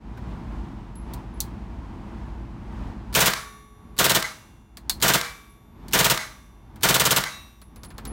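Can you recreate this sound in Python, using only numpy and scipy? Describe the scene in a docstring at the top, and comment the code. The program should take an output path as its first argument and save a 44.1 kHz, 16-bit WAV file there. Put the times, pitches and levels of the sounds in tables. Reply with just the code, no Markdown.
"""Suppressed submachine gun in an indoor lane.

Five short bursts go down a concrete lane; each round cracks, booms in the booth and slaps the steel trap.
Between bursts the action clicks, steel rings on and brass cases tinkle over the ventilation's rumble.
At the end the action rings open on the empty magazine and the shooter's clothes rustle.
Gain control ducks the rumble after every burst; a limiter flattens the shots."""
import sys
import numpy as np
from scipy import signal
from scipy.fft import rfft, irfft, next_fast_len
from scipy.io import wavfile
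from scipy.ndimage import uniform_filter1d, minimum_filter1d, map_coordinates

SR = 44100
rng = np.random.default_rng(int(sys.argv[2]) if len(sys.argv) > 2 else 0)


def put_to_file(sound):
    """Save the sound as 16-bit audio at rate SR, in the file named by the first command-line argument."""
    columns = np.atleast_2d(sound).T  # one column per channel
    safe = np.clip(columns, -1, 1)
    whole_steps = np.round(safe * 32767)
    wavfile.write(sys.argv[1], SR, whole_steps.astype(np.int16))


N = 358091
T = np.arange(SR) / SR  # time since a blow, s


def amp(db):
    """Decibels to gain."""
    return 10 ** (np.asarray(db) / 20)


def unit(x):
    """x at rms 1."""
    return x / np.sqrt(np.mean(x ** 2) + 1e-20)


def noise(spectrum, size=SR):
    """Noise of rms 1 shaped by (freq_hz, density_db) points."""
    fft_size = next_fast_len(size)
    hz, db = np.transpose(spectrum)
    bin_hz = np.fft.rfftfreq(fft_size, 1 / SR)
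    gain = amp(np.interp(np.log(bin_hz + 1), np.log(hz), db))
    return unit(irfft(rfft(rng.standard_normal(fft_size)) * gain, fft_size)[:size])


def wobble(rate_hz, size=N):
    """Smooth random curve through knots at rate_hz."""
    knots = rng.standard_normal(int(size * rate_hz / SR) + 4)
    return map_coordinates(knots, [np.arange(size) * rate_hz / SR])


def fade(t60_s, rise_s=.0003, hold_s=0):
    """Envelope of a blow: rise, plateau, exponential decay."""
    t = T[:int((hold_s + 2 * t60_s) * SR)]
    return (1 - np.exp(-t / rise_s)) * amp(-60 * np.maximum(t - hold_s, 0) / t60_s)


def onset(rise_s):
    """Exponential rise to 1."""
    return 1 - np.exp(-T / rise_s)


def puff(spectrum, envelope):
    """Coloured noise under an envelope."""
    return noise(spectrum, size=len(envelope)) * envelope


def grainy(spectrum, envelope, spiky_db):
    """A puff roughened like separate reflections of uneven strength."""
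    return puff(spectrum, envelope) * unit(amp(spiky_db * wobble(1500, size=len(envelope))))


def ring(modes, scatter_db):
    """Damped modes at random phases, their levels spread by scatter_db."""
    out = np.zeros(SR)
    for (hz, db, t60_s), (strength, phase) in zip(modes, rng.standard_normal((len(modes), 2))):
        t = T[:int(t60_s * SR)]
        envelope = amp(db + scatter_db * strength - 60 * t / t60_s)
        out[:len(t)] += envelope * np.sin(2 * np.pi * (hz * t + phase))
    return out


def add(track, start_s, sound):
    """Mix a sound into the track."""
    span = track[max(round(start_s * SR), 0):][:len(sound)]
    span += sound[:len(span)]


def highpass(x, hz, order=2):
    """x without its low end."""
    return signal.sosfilt(signal.butter(order, hz, "high", fs=SR, output="sos"), x)


def ventilation():
    """Air rushes through the lane; fans and ducts add unsteady low tones."""
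    air_spectrum = [(12, -33.5), (20, -12.5), (49, -1), (146, -9.5), (216, -7), (293, -14.5), (328, -16.5),
                    (377, -19.5), (513, -27), (949, -20.5), (1260, -29), (2080, -35.5), (2460, -37.5),
                    (8650, -56), (16000, -67.5)]  # rushing air: freq_hz, density_db
    duct_tones = [(48, -41.5), (58, -39), (117, -46), (213, -48.5), (333, -51.5)]  # fan and duct hum: pitch_hz, level_db
    t = np.arange(N) / SR
    air = amp(-36.5 + 1.6 * wobble(7)) * noise(air_spectrum, size=N)
    hum = sum(amp(db + 1.8 * wobble(5)) * np.sin(2 * np.pi * hz * t + .9 * wobble(6))
              for hz, db in duct_tones)
    return air + hum


def click(knock_db, catch_db=-44):
    """A small steel part snaps home, rings the catch and knocks the frame; the booth answers."""
    catch_modes = [(3670, -3.5, 0.06), (4130, -3.5, .1), (4200, -0.5, .13), (4500, 0, 0.098),
                   (6600, -3.5, 0.054), (8500, -6, .06)]  # selector catch: pitch_hz, level_db, t60_s
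    snap_spectrum = [(200, -24), (1100, -15.5), (2600, -10), (3500, -0.5), (4400, 3), (5300, -3.5),
                     (6700, -4.5), (9000, -3.5), (10500, -5.5), (13000, -6.5), (16000, -6)]  # steel snap: freq_hz, density_db
    frame_spectrum = [(60, -6.5), (400, -2.5), (1300, 2), (2500, -6), (8000, -27)]  # gun frame: freq_hz, density_db
    out = amp(catch_db) * ring(catch_modes, scatter_db=-.5)
    add(out, 0, amp(4) * puff(snap_spectrum, fade(t60_s=.0053, rise_s=.0001)))
    add(out, 0, amp(-4) * puff(snap_spectrum, fade(t60_s=.051)))
    add(out, .004, amp(-19.5) * puff(snap_spectrum, fade(t60_s=.15, rise_s=.002)))
    add(out, 0, amp(knock_db) * puff(frame_spectrum, fade(t60_s=.086, rise_s=.0023)))
    return out


def handling():
    """Selector, trigger and handling clicks; small parts lack the low end."""
    clicks = [(.174, -54.5, 13, 200), (1.136, -30.5, -17, 4500), (1.404, -15.5, -22, 4000),
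              (4.771, -23, -8.5, 300), (4.896, -3.5, -18.5, 502), (5.883, -30, -9, 299),
              (6.759, -36.5, -2, 300), (7.904, -38, 2.5, 200), (7.981, -31, 0.5, 200),
              (8.052, -29.5, -7, 200)]  # parts snapping home: start_s, level_db, knock_db, low_edge_hz
    out = np.zeros(N)
    for start_s, db, knock_db, low_edge_hz in clicks:
        snap = click(knock_db, catch_db=-13 + .45 * db)  # harder clicks ring the catch more
        add(out, start_s, amp(db) * highpass(snap, low_edge_hz))
    return out


def brass():
    """Each case ticks on the concrete and rings with a close, beating pair of modes."""
    cases = [(.954, -46, -52), (1.338, -59, -68), (5.495, -40, -56), (7.616, -38, -29), (7.760, -44, -32),
             (7.834, -37.5, -28), (7.848, -42, -32), (8.070, -36, -40)]  # floor contacts: start_s, ring_db, tick_db
    pitch_hz, spread_hz, beat_hz = 10880, 50, 70
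    out = np.zeros(N)
    for start_s, ring_db, tick_db in cases:
        hz = pitch_hz + spread_hz * rng.standard_normal()
        tone = ring([(hz, 0, .25), (hz - beat_hz, -7, .2)], scatter_db=0) * onset(.002)
        add(out, start_s, amp(ring_db) * tone + amp(tick_db) * click(knock_db=-4.5))
    return out


def bursts():
    """Per burst: shot times, one per bolt cycle, and how hard steel and plates ring afterwards."""
    pulls = [(3.1497, 3.259, 3, -31.5, -32), (3.9883, 4.149, 4, -39, -14), (5.024, 5.136, 3, -35, -25),
             (5.9334, 6.099, 4, -38, -12.5), (6.8323, 7.162, 7, -38.5, -11.5)]  # trigger pulls: first_s, last_s, rounds, steel_db, plate_db
    return [(np.linspace(first_s, last_s, round(rounds)), steel_db, plate_db)
            for first_s, last_s, rounds, steel_db, plate_db in pulls]


def trigger():
    """Trigger and hammer click just ahead of each burst."""
    out = np.zeros(N)
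    for shots_s, _, _ in bursts():
        add(out, shots_s[0] - .0225, amp(-35.5) * click(knock_db=-1))
        add(out, shots_s[0] - .017, amp(-36) * click(knock_db=-13.5))
        add(out, shots_s[0] - .008, amp(-22) * click(knock_db=-12.5))
    return out


def gunfire():
    """Each round: boom in the booth, crack, lane reverberation, bolt clatter, bullet in the trap."""
    boom = [(30, -8), (80, -4), (150, 3), (210, -1.5), (310, -0.5), (480, -0.5), (900, -0.5), (1500, 1.5),
            (2500, -6.5), (4000, -10), (9000, -22), (16000, -30)]  # muzzle boom: freq_hz, density_db
    booth_modes = [(124.6, -7, 0.32), (145.7, -6.5, 0.41), (180, -10.5, 0.2), (336.7, -3, 0.26),
                   (482, -6, 0.47), (564, -8, 0.28), (632, -3, 0.52), (661.6, 1.5, 0.27), (923, -3.5, 0.37),
                   (1150, -12, 0.23), (1178, -1.5, 0.19), (1260, -5, 0.32), (1470, -5, 0.22),
                   (1590, -0.5, 0.5), (1953, -0.5, 0.28), (3040, -2.5, 0.31), (3573, 0.5, .3)]  # firing booth resonances: pitch_hz, level_db, t60_s
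    crack = [(100, -27), (700, -12), (1800, -9), (3300, 1.5), (4800, -4), (6500, -2.5), (8700, -4),
             (10400, -9), (11800, -6), (16000, -5.5)]  # sharp crack: freq_hz, density_db
    tail = [(40, -12), (140, 0), (350, -11.5), (800, 0), (1300, 1.5), (2100, -3.5), (3000, -6), (5000, -9),
            (7000, -9.5), (10000, -12.5), (16000, -17.5)]  # lane reverberation: freq_hz, density_db
    trap = [(100, -24), (600, -9), (1200, 4.5), (1700, 3), (2100, 2.5), (2700, -6.5), (4000, -1.5),
            (6300, -6.5), (10000, -12.5), (16000, -21)]  # bullet impact: freq_hz, density_db
    boom_envelope = fade(t60_s=.16, rise_s=.0069, hold_s=.013)
    # muzzle and walls stay put, so these reflections repeat from shot to shot
    walls = puff(boom, boom_envelope)
    booth = amp(-18) * ring(booth_modes, scatter_db=-1.5) * onset(.0055)
    push = amp(-8) * np.sin(2 * np.pi * 140 * T) * amp(-60 * T / .025)
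    slap = puff(trap, fade(t60_s=.025, rise_s=.00046, hold_s=.0028))
    out = np.zeros(N)
    for shot_s in np.concatenate([shots_s for shots_s, _, _ in bursts()]):
        add(out, shot_s, amp(-4) * (walls + .57 * puff(boom, boom_envelope)))
        add(out, shot_s, booth + push)
        add(out, shot_s, grainy(crack, fade(t60_s=.083, hold_s=.011), spiky_db=2))
        add(out, shot_s, amp(-1) * grainy(crack, fade(t60_s=.025), spiky_db=-1.5))
        add(out, shot_s, amp(-20) * puff(tail, fade(t60_s=.75, rise_s=.025)))
        # the bolt runs forward and strips the next round
        bolt = grainy(crack, fade(t60_s=.11, rise_s=.002, hold_s=.01), spiky_db=4)
        add(out, shot_s + .038, amp(-15) * bolt)
        # the impact returns from the far end
        fragments = grainy(crack, fade(t60_s=.0088), spiky_db=4)
        plate_rumble = puff(trap, fade(t60_s=.35, rise_s=.0097, hold_s=.029))
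        add(out, shot_s + .075, amp(-6.5) * slap)
        add(out, shot_s + .0765, amp(-8) * fragments)
        add(out, shot_s + .083, amp(-18) * plate_rumble)
    return out


def shimmer(count):
    """The many weak, close modes of sheet steel."""
    pitches, lives = rng.random((2, count))
    modes = [(1100 * 4 ** pitch, -10 * pitch, .5 + .5 * life) for pitch, life in zip(pitches, lives)]
    return ring(modes, scatter_db=3)


def steel_ring():
    """After each burst the trap's loose plates clang and rattle; gun and lane steel rings on."""
    plate_modes = [(850, -6.5, 0.34), (1170, -8, 0.5), (1570, -1, 0.28), (1980, 0.5, 0.36),
                   (2030, 10, 0.16), (2200, 0, 0.39), (2250, -12, 0.241), (4030, -5.5, 0.43),
                   (6450, -3.5, 0.31)]  # trap plates: pitch_hz, level_db, t60_s
    steel_modes = [(424, -9.5, 3.5), (1127, 1.5, 1.3), (1180, -4.5, 1.1), (2160, -3, 1.1), (2320, 4, 0.65),
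                   (2760, -10, 1.2), (3460, -10.5, 1.4), (3560, -5.5, 1.3), (3740, -1.5, 0.86),
                   (5720, -9, 1), (5980, -3, .9), (7000, -14.5, 1.4), (6950, -11, 0.85), (8140, -9.5, 0.49),
                   (8800, -15.5, 1.7), (9500, -10.5, 1), (11160, -4.5, 1.1), (11095, -10.5, 1.1),
                   (12425, -13.5, 1.5), (13450, -14, 1.2)]  # gun and lane steel: pitch_hz, level_db, t60_s
    delay_s = .088
    out = np.zeros(N)
    for shots_s, steel_db, plate_db in bursts():
        clang = ring(plate_modes, scatter_db=0) * amp(2.7 * wobble(90, size=SR))
        steel = ring(steel_modes, scatter_db=3.5) + amp(-4.5) * shimmer(count=24)
        ringing = amp(steel_db) * steel + amp(plate_db - 8.5) * clang
        add(out, shots_s[-1] + delay_s, ringing * onset(.0079))
    return out


def empty_action(start_s):
    """The action rings open on the empty magazine."""
    action_modes = [(2690, -0.5, 0.55), (3820, 6.5, 0.47), (4086, -2, 0.45), (5728, -8, .7),
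                    (8909, -13, 0.55), (9340, -11, 0.66), (11310, -18, .7), (13884, -14, 0.88),
                    (14766, -21, .8)]  # open action: pitch_hz, level_db, t60_s
    out = np.zeros(N)
    add(out, start_s, amp(-25) * ring(action_modes, scatter_db=.5) * onset(.032))
    return out


def shuffle(start_s):
    """Clothes rustle dully as the shooter shifts stance."""
    cloth = [(30, -8), (70, 0), (280, -1), (500, -18), (1200, -22), (4000, -40), (16000, -60)]  # rustle: freq_hz, density_db
    out = np.zeros(N)
    add(out, start_s, amp(-35) * puff(cloth, fade(t60_s=.3, rise_s=.03, hold_s=.1)))
    return out


def scene():
    """Everything as it reaches the microphone, mono."""
    gun = gunfire() + trigger() + steel_ring() + empty_action(start_s=7.3) + handling()
    return (gun + brass() + shuffle(start_s=8.03) + ventilation())[None]


def lag(x, tau_s):
    """One-pole smoothing."""
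    pole = np.exp(-1 / (tau_s * SR))
    return signal.lfilter([1 - pole], [1, -pole], x)


def release(cut_db, db_per_s):
    """A gain cut that lets go at a steady rate."""
    ramp_db = db_per_s * np.arange(N) / SR
    return np.maximum.accumulate(cut_db + ramp_db) - ramp_db


def gain_control(x, threshold_db, depth_db, hold_s, attack_s, recovery_db_per_s):
    """Loud sound turns the gain down; it waits, then comes back."""
    level_db = 10 * np.log10(lag(x ** 2, .019) + 1e-12)
    cut_db = np.clip(level_db - threshold_db, 0, depth_db)
    half_hold = int(hold_s * SR / 2)
    held_db = -minimum_filter1d(-cut_db, 2 * half_hold + 1, origin=half_hold, mode="nearest")
    return x * amp(-lag(release(held_db, recovery_db_per_s), attack_s))


def limiter(x, ceiling_db):
    """Looks a little ahead and lets go fast, so overloud shots merge into one dense blast."""
    level_db = 10 * np.log10(np.abs(uniform_filter1d(x ** 2, size=130)) + 1e-12)
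    cut_db = release(np.maximum(level_db - ceiling_db, 0), db_per_s=520)
    return x * amp(-uniform_filter1d(cut_db, size=40))


def record(dry):
    """Bass roll-off, slow gain control, fast limiter, short fade-in, soft clipping, band limit."""
    fade_in_s, clip_level, top_hz = .12, .47, 15800
    x = highpass(dry[0], 32, order=4)
    x = gain_control(x, threshold_db=-16.5, depth_db=15.5, hold_s=.38, attack_s=.075, recovery_db_per_s=31)
    x = limiter(x, ceiling_db=-14.5)
    x *= np.minimum(np.arange(N) / SR / fade_in_s, 1) ** .5
    x /= (1 + (x / clip_level) ** 4) ** (1 / 4)
    return signal.sosfilt(signal.ellip(8, .3, 70, top_hz, fs=SR, output="sos"), x)[None]


dry = scene()
out = record(dry)
put_to_file(out)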